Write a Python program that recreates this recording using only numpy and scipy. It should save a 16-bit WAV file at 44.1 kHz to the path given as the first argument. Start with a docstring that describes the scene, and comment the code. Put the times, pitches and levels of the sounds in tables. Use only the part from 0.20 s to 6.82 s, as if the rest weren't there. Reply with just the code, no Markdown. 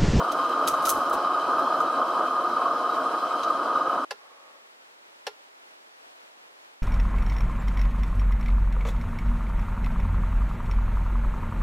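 """In a quiet workshop, a gas torch burns close by, inside the bore of a cast-iron pulley. The flame is noise
ringing the hollow hub, swelling briefly at times; the gas jet is resonant hiss. Oily dirt flares up with soft
low puffs of air, small cracks and grainy, sizzling spits of noise. The sound of the flame breaks off abruptly;
a switch clicks (a tick of noise and a ringing housing), a trace of gas rushes on faintly, and the switch clicks
again over the room's wide hush."""
import sys
import numpy as np
from scipy import signal
from scipy.fft import rfft, irfft, next_fast_len
from scipy.io import wavfile
from scipy.ndimage import uniform_filter1d, map_coordinates

SR = 44100
rng = np.random.default_rng(int(sys.argv[2]) if len(sys.argv) > 2 else 0)


def store_pcm(level_fs):
    """Save levels as 16-bit WAV."""
    pcm = np.round(np.clip(level_fs, -1, 1) * 32767).astype(np.int16)
    wavfile.write(sys.argv[1], SR, np.atleast_2d(pcm).T)


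N = 291922  # length of the sound in samples
T = np.arange(N) / SR  # time in seconds
OPPOSITE = np.array([[1], [-1]])  # turns one sound into two channels of opposite sign, which sounds wide


def undb(db):
    """Turn decibels into gain."""
    return 10 ** (np.asarray(db) / 20)


def unit(x):
    """Scale a sound to an rms (average strength) of 1."""
    return x / np.sqrt(np.mean(x ** 2))


def noise(gain_at):
    """Make noise of rms 1, coloured by a function that gives the gain at each frequency."""
    size = next_fast_len(N)
    hz = np.maximum(np.fft.rfftfreq(size, 1 / SR), 1)
    spectrum = rfft(rng.standard_normal(size)) * gain_at(hz)
    return unit(irfft(spectrum, size)[:N])


def shaped(points):
    """Make noise of rms 1 whose spectrum runs smoothly through (Hz, dB) points."""
    point_hz, point_db = np.transpose(points)
    return noise(lambda hz: undb(np.interp(np.log(hz), np.log(point_hz), point_db)))


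def resonant(modes):
    """Make turbulent noise of rms 1 that rings a set of steep (Hz, width in Hz, dB) resonances."""
    def gain_at(hz):
        power = 0
        for center, width, db in modes:
            detuning = (hz * hz - center * center) / (hz * width)
            power = power + undb(db) ** 2 / (1 + detuning ** 2) ** 2
        return np.sqrt(power)
    return noise(gain_at)


def walk(rate):
    """Make a random curve of rms 1: levels held for 1 / rate seconds, then smoothed twice."""
    hold = max(int(SR / rate), 1)
    steps = np.repeat(rng.standard_normal(N // hold + 1), hold)
    return unit(uniform_filter1d(uniform_filter1d(steps, hold), hold)[:N])


def fall(t, t60):
    """Fade exponentially, losing 60 dB in t60 seconds."""
    return np.exp(-np.log(1000) * t / t60)


def decay(start, t60, rise):
    """Rise quickly and fall exponentially, like anything that is struck."""
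    out = np.zeros(N)
    live = (T > start) & (T < start + 2 * t60)
    t = T[live] - start
    out[live] = (1 - np.exp(-t / rise)) * fall(t, t60)
    return out


def mode(start, hz, t60, rise):
    """Ring one struck resonance: a sine of random phase that dies away."""
    return decay(start, t60, rise) * np.sin(2 * np.pi * (hz * T + rng.random()))


def echo(x, t60, wet_db, channels):
    """Add a diffuse echo, a noise tail that starts after a millisecond and fades at the rate of t60."""
    t = T[:SR // 2]
    tail = rng.standard_normal((channels, len(t))) * fall(t, t60) * (t > .001)
    tail /= np.sqrt(np.sum(tail ** 2, axis=1, keepdims=True))
    return x + undb(wet_db) * signal.fftconvolve(np.atleast_2d(x), tail, axes=1)[:, :N]


# Moments when the flame flares with a soft puff.
# Each row: peak in seconds, level in dB, half length in seconds (where the swell is down to 1/e).
PUFFS = [(0.12, -57, 0.019), (0.287, -64, 0.014), (0.505, -54.5, 0.055), (0.657, -57.5, 0.11),
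         (0.77, -56, 0.058), (0.943, -51, 0.031), (1.387, -55, 0.024), (1.609, -55, 0.019),
         (2.35, -61, 0.037), (3.27, -59, 0.055), (3.403, -63, 0.026), (3.564, -56.5, 0.014),
         (3.696, -56, 0.0094)]


def flares():
    """Swell with each flare of the flame: smooth bells in time."""
    return sum(undb(db) * np.exp(-((T - peak) / half) ** 2) for peak, db, half in PUFFS)


SWELL_RISE_S, SWELL_T60_S = 0.0017, 0.02
DIP_DB, DIP_S, DIP_LEAD_S = -2, 0.011, 0.002  # depth, half length and lead of the dip
# Moments when the roar dips slightly, then swells briefly at the hub's strongest resonances.
# Each row: start in seconds, strength in dB against the steady roar, seconds from start to release.
SWELLS = [(0.187, -1, .016), (0.334, -0.5, .008), (0.479, 2.5, 0.0048), (0.536, 2, .01),
          (0.6396, 6, 0.0022), (0.6712, 3, .012), (0.91, 0.5, 0.0076), (1.07, 1, 0.0057),
          (1.1433, 3, 0.0065), (1.3304, 0, 0.0073), (1.471, 3, 0.0057), (1.603, 4.5, 0.0094),
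          (1.814, 5, .006), (2.081, -0.5, 0.004), (2.33, -1, 0.0055), (2.367, 3.5, 0.0027),
          (2.415, 3.5, 0.0053), (2.4534, 2, 0.017), (2.5082, 1.5, 0.0053), (2.6918, 3, 0.0075),
          (3.3024, 7.5, 0.005), (3.5528, 5.5, 0.0086), (3.571, -1, 0.0078), (3.695, 4, 0.0046)]


def swells():
    """Give the push of each swell (attack, hold, release) and, in dB, the dip of the roar at its start."""
    push, dip_db = np.zeros((2, N))
    for start, db, length in SWELLS:
        age = np.clip(T - start, 0, 1)
        attack = 1 - np.exp(-age / SWELL_RISE_S)
        release = fall(np.maximum(age - length, 0), SWELL_T60_S)
        push += undb(db) * attack * release
        distance = (T - start + DIP_LEAD_S) / DIP_S
        dip_db += DIP_DB * np.exp(-np.minimum(distance ** 2, 20))
    return push, dip_db


# Band of the hub's strongest resonances, where the roar swells: lower and upper limit in Hz.
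SWELL_BAND_HZ = (1090, 1383)


def swelling(ring, low_share=0.195, hub_hz=(750, 1800)):
    """Let the roar dip, then add an even, brief swell at the hub's strongest resonances."""
    push, dip_db = swells()
    upper_band = signal.butter(2, SWELL_BAND_HZ, "band", fs=SR, output="sos")
    upper = signal.sosfiltfilt(upper_band, ring)
    # keeping only the phase of the ringing gives an even strength
    phase = np.angle(signal.hilbert(upper, next_fast_len(N))[:N])
    swell = push * np.sqrt(2) * np.cos(phase)
    swell = signal.sosfiltfilt(signal.butter(2, hub_hz, "band", fs=SR, output="sos"), swell)
    # outside the band the dip has only a share of its depth in dB
    return undb(low_share * dip_db) * (ring - upper) + undb(dip_db) * upper + swell


FLAME_DB = -25  # average level of the roar, before surges, flares and swells
SURGE_DB, SURGE_PER_S = 0.56, 17  # rms size and rate of the random surges
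FLARE_LIFT_DB = 0.6  # the strongest flare lifts the roar by this much
# Resonances of the flame in the burner tube and hub.
# Each row: frequency in Hz, width in Hz, relative level in dB.
HUB = [(175.3, 42, -30), (282.8, 73, -16), (347, 68, -16), (476.4, 115, -16.5), (548, 49, -13.5),
       (621.5, 40, -11.5), (690.5, 117, -12), (727.6, 29, -13), (817, 37.5, -18.5), (850, 18, -11),
       (917, 43, -14), (975, 79, -13), (1065, 17.6, -4.5), (1100.5, 63, -9), (1159, 25, -8),
       (1225.2, 52.8, -0.5), (1284.5, 37, -6.5), (1290, 97, -11.5), (1440, 124, -16), (1588, 78, -22.5),
       (1628, 18, -21), (1744, 140, -33.5)]


def roar(flutter_db=1.0, flutter_rate=45, scatter_db=-44):
    """Ring the hub with the fluttering flame, with brief swells; a little scatters from the sides."""
    ring = resonant(HUB)
    ring /= np.sqrt(uniform_filter1d(ring ** 2, SR // 12))  # the gas supply holds the mean power steady
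    flare = flares()
    burn_db = FLARE_LIFT_DB * flare / flare.max()
    burn_db = burn_db + SURGE_DB * walk(SURGE_PER_S) + flutter_db * walk(flutter_rate)
    scattered = shaped([(60, -43.0), (280, -18.0), (550, -6.5), (740, -0.5), (950, 4.0), (1150, 6.5),
                        (1400, -1), (1750, -8), (2200, -27.0), (4000, -65.0)])
    return undb(FLAME_DB) * swelling(undb(burn_db) * ring) + undb(scatter_db) * scattered * OPPOSITE


NOZZLE_WANDER, NOZZLE_WANDER_PER_S = .014, 22  # share by which the resonances drift (rms), and its rate
SWELL_HISS_DB = 0.7  # the hiss lifts with each swell of the roar, per unit of push
# Resonances of the gas jet in the nozzle.
# Each row: frequency in Hz, width in Hz, relative level in dB per Hz of width.
NOZZLE = [(1970, 1900, -14), (2470, 860, -8), (3097, 430, 0.1), (4008, 430, -3.5), (4610, 500, -8.5),
          (5215, 660, -9.5), (6200, 1500, -17), (8320, 2100, -20), (9900, 2000, -22.5), (12100, 4500, -25)]
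# Level of the hiss, which eases off.
# Each row: time in seconds, level in dB before flicker and swells.
HISS_DB = [(0, -45.5), (1.3, -46.5), (2.0, -47), (3.2, -46.5), (3.85, -49)]


def jet(flicker_db=0.74, own_flicker_db=1.23, side_db=-5.0):
    """Hiss through drifting, flickering nozzle resonances; near iron combs it, far walls widen it."""
    hiss = np.zeros(N)
    for hz, width, db in NOZZLE:
        flicker = undb(db + own_flicker_db * walk(30.11))
        hiss += flicker * np.sqrt(width) * resonant([(hz, width, 0)])
    # reading the hiss slightly early or late bends its pitch
    drift = np.cumsum(NOZZLE_WANDER * walk(NOZZLE_WANDER_PER_S))
    hiss = map_coordinates(hiss, [np.arange(N) + drift], order=3, mode="mirror")
    direct = unit(echo(hiss, t60=0.1, wet_db=-7.0, channels=1))
    reflected = shaped([(900, -37.5), (1800, -2), (2500, 0.5), (4200, -1.5), (5500, -3.5), (7000, -7.5),
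                        (10000, -11), (14000, -17.0), (15500, -18.0)])
    push, _ = swells()
    flow_db = np.interp(T, *np.transpose(HISS_DB)) + flicker_db * walk(60) + SWELL_HISS_DB * push
    return (direct + undb(side_db) * reflected * OPPOSITE) * undb(flow_db)


def puffs(rumble_db=-85):
    """Push out a little low-pitched air with each flare, over the flame's faint rumble."""
    air = shaped([(5, -12), (20, -1), (60, 0.5), (110, -2.0), (200, 2.0), (600, -44), (2000, -90)])
    return air * (flares() + undb(rumble_db))


# Hush of the workshop, the part common to both channels.
# Each row: frequency in Hz, relative level in dB per Hz.
HUSH_MID = [(30, -25), (100, -22.5), (170, -17.5), (240, -7.5), (330, -3.5), (550, 0), (800, 0),
            (1300, -4.5), (2000, -6.5), (4000, -10.5), (7000, -16), (10000, -20), (15500, -27.5)]
# The part of the hush that is opposite in the two channels.
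# Each row: frequency in Hz, relative level in dB per Hz.
HUSH_SIDE = [(30, -23), (100, -32), (170, -25), (240, -23.5), (330, -9.5), (550, -4.5), (850, -2.5),
             (1400, -4.5), (2000, -6), (4000, -13), (7000, -21), (10000, -27), (15500, -36)]


def hush(mid_db=-59.5, side_db=-52, waver_db=0.8):
    """Fill the background with wide, gently wavering air noise."""
    air = undb(mid_db) * shaped(HUSH_MID) + undb(side_db) * shaped(HUSH_SIDE) * OPPOSITE
    return air * undb(waver_db * walk(11.0))


SPIT_RISE_S, SPIT_T60_S = 0.0026, 0.067  # every spit bursts and dies alike
SIMMER_DB, SIMMER_LEAD_S, SIMMER_TAIL_S = -36, 0.013, 0.062  # fizz around each spit; time constants


def spit_shape(start):
    """Follow a drop of oil as it begins to fizz, bursts, and fizzes out."""
    age = T - start
    simmer = np.exp(-np.maximum(-age / SIMMER_LEAD_S, age / SIMMER_TAIL_S))
    return decay(start, SPIT_T60_S, SPIT_RISE_S) + undb(SIMMER_DB) * simmer


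# the sizzle is partly separate tiny bursts: their rate, time constant and share of the power
CRACKLE_PER_S, CRACKLE_LIFE_S, CRACKLE_SHARE = 450, 0.00049, .42


def crackle():
    """Give the ragged strength of a sizzle: tiny bubbles bursting at random over an even fizz."""
    pops = 1. * (rng.random(N) < CRACKLE_PER_S / SR)
    power = signal.lfilter([1], [1, -np.exp(-1 / (CRACKLE_LIFE_S * SR))], pops)
    return np.sqrt(1 - CRACKLE_SHARE + CRACKLE_SHARE * power / power.mean())


CRACK_RISE_S, CRACK_T60_S = 0.00026, 0.0041  # the skin of the drop bursts first
CRACK_BRIGHTNESS = 0.46  # share of a spit's treble setting in dB that its crack has too
# Colour of a spit in the bore.
# Each row: frequency in Hz, width in Hz, relative level in dB.
SIZZLE = [(3180, 810, -12.5), (3780, 130, -0.5), (4992, 12600, -2.5), (6160, 620, 3), (8300, 2330, -2.5),
          (10330, 1000, -0.5), (11700, 2300, -0.5), (14600, 2000, -20)]
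# Brief ringing of the bore after each crack.
# Each row: frequency in Hz, level in dB against the crack setting, time to fall by 60 dB in seconds.
BORE = [(3130, -10, 0.016), (3950, -10.5, 0.03), (6370, -13, 0.015)]
# Oil spitting on hot iron.
# Each row: start in seconds, sizzle level in dB, its treble against its body in dB, opening crack in dB.
SPITS = [(0.1167, -29.5, -9, -30), (0.291, -42, -4.5, -45.5), (0.4702, -30, -1, -34),
         (0.4759, -20.5, -4.5, -15), (0.482, -38, -5, -32), (0.498, -48, -2, -38.5), (0.513, -47.5, 4, -43),
         (0.5378, -33, -18.5, -31), (0.622, -46, 6, -50), (0.639, -49, 1.5, -42.5),
         (0.6525, -24.5, -3.5, -26), (0.659, -35, 1, -27.5), (0.6698, -31.5, -1, -29), (0.684, -36, 6, -30),
         (0.6923, -31.5, 14.5, -17), (0.698, -46, 16.5, -30), (0.7115, -51, 11, -46), (0.8939, -49, 8, -48),
         (0.9284, -38.5, -2, -33), (0.936, -37, -3, -42), (1.392, -50, 2, -37), (1.603, -51, 3, -37),
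         (1.611, -55, 1, -46), (3.2326, -27.5, -28, -25.5)]


def spits(side_db=-6, split_hz=5500, crack_treble_db=-3):
    """Crack open droplets of oil that ring the bore and sizzle in grains, some bright and some dull."""
    sizzle = resonant(SIZZLE) + undb(side_db) * resonant(SIZZLE) * OPPOSITE
    snap = sizzle / np.sqrt(uniform_filter1d(sizzle ** 2, size=24))  # a crack is one solid burst
    lowpass = signal.butter(2, split_hz, fs=SR, output="sos")
    body = signal.sosfiltfilt(lowpass, sizzle)
    snap_body = signal.sosfiltfilt(lowpass, snap)
    # strength over time of the body and treble of sizzles and cracks, and the blows to the bore
    low, high, crack_low, crack_high, blows = np.zeros((5, N))
    for start, db, treble_db, crack_db in SPITS:
        fizz = undb(db) * spit_shape(start)
        crack = undb(crack_db) * decay(start, CRACK_T60_S, CRACK_RISE_S)
        low += fizz
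        high += undb(treble_db) * fizz
        crack_low += crack
        crack_high += undb(crack_treble_db + CRACK_BRIGHTNESS * treble_db) * crack
        blows[int(start * SR)] += undb(crack_db)
    bore = sum(undb(db) * mode(0, hz, t60, CRACK_RISE_S) for hz, db, t60 in BORE)[:SR // 10]
    cracks = crack_low * snap_body + crack_high * (snap - snap_body)
    cracks = cracks + signal.fftconvolve(blows, bore)[:N]
    sizzles = crackle() * (low * body + high * (sizzle - body))
    return echo(sizzles + cracks, t60=0.43, wet_db=-13.0, channels=2)


CLICK_WET_DB, CLICK_T60_S = -18.5, 0.36  # level and fading time of the echo
BUILD_S, BUILD_CYCLES = 0.0006, 1.5  # a mode builds up as the blow spreads, the low ones last
# Colour of the tick.
# Each row: frequency in Hz, relative level in dB per Hz.
TICK = [(30, -26), (150, -19), (300, -17), (420, -9), (900, -2), (1300, -1.5), (2000, -2), (2800, -7),
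        (3500, -4.5), (5500, -6), (6500, -15), (8600, -20), (10000, -20), (12000, -21), (15500, -34)]
# Ringing modes of the switch housing.
# Each row: frequency in Hz, time to fall by 60 dB in seconds, relative dB in the first click and the second.
HOUSING = [(420.6, 0.089, -6.5, -2.5), (480, 0.063, -1.5, 0), (564, .045, 0.5, 1), (686, 0.056, -10, -14),
           (771, 0.053, -1, 2), (828, .055, 1.5, 1.5), (933, 0.065, -18, -6), (1035, 0.084, -6, -8),
           (1390, 0.11, -12, -9.5), (1690, 0.038, 0, -2), (2020, .045, -17, -17), (2310, .05, -11, -15),
           (2680, 0.047, -3, -3), (2884, 0.037, -7, -1.5), (3280, 0.041, -17, -21), (4140, 0.059, -24, -8),
           (4380, .048, -12, -19), (4667, .052, -7, -17), (5500, .028, -15, -2), (7350, .035, -15, -22),
           (9900, 0.034, -13, -14)]
# Switch clicks, a tick and then the snap.
# Each row: start in seconds, tick level in dB, snap level in dB, delay of the snap in seconds.
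CLICKS = [(3.9071, -31, -27.5, 0.0006), (5.0668, -29.5, -28, 0.0012)]


def clicks(side_db=-3, tick_t60=0.073, rise=0.001, lowest_hz=380):
    """Tick the catch, then snap the switch home, ringing its housing a little differently each way."""
    out = np.zeros((2, N))
    small_body = signal.butter(8, lowest_hz, "high", fs=SR, output="sos")  # too small to radiate bass
    for k, (start, tick_db, snap_db, delay) in enumerate(CLICKS):
        tick = shaped(TICK) + undb(side_db) * shaped(TICK) * OPPOSITE
        out += undb(tick_db) * decay(start, tick_t60, rise) * tick
        ring = np.zeros(N)
        for hz, t60, *db in HOUSING:
            ring += undb(db[k]) * mode(start + delay, hz, t60, BUILD_S + BUILD_CYCLES / hz)
        out += undb(snap_db) * signal.sosfilt(small_body, ring)
    return echo(out, t60=CLICK_T60_S, wet_db=CLICK_WET_DB, channels=2)


# the last of the gas swells, holds and dies away
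LAST_GAS_S, LAST_GAS_DB = 3.98, -57
LAST_GAS_ATTACK_S, LAST_GAS_HOLD_S, LAST_GAS_T60_S = 0.047, 0.29, 0.78


def last_gas():
    """Rush a faint, soft trace of gas through the hub's resonances."""
    age = T - LAST_GAS_S
    attack = np.clip(age / LAST_GAS_ATTACK_S, 0, 1)
    release_age = np.maximum(age - LAST_GAS_ATTACK_S - LAST_GAS_HOLD_S, 0)
    flow = attack * fall(release_age, LAST_GAS_T60_S)
    rush = resonant([(563, 270, -3.0), (880, 96, -2.0), (1110, 89, 5.0), (1250, 110, 0.5), (1800, 1100, -15)])
    return undb(LAST_GAS_DB) * flow * rush


FLAME_OUT_S = 3.85  # the flame is silent from here on


def scene():
    """Play the burning torch, then the quiet workshop with two clicks and a trace of gas."""
    burning = np.clip((FLAME_OUT_S - T) / 0.0038, 0, 1)  # stops within 3.8 ms
    flame = burning * (roar() + jet() + puffs() + spits())
    return flame + last_gas() + clicks() + hush()


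TOP_HZ = 15800


def record(dry):
    """Cut the top of the treble with a steep low-pass filter."""
    return signal.sosfilt(signal.ellip(10, .1, 80, TOP_HZ, fs=SR, output="sos"), dry)


dry = scene()
out = record(dry)
store_pcm(out)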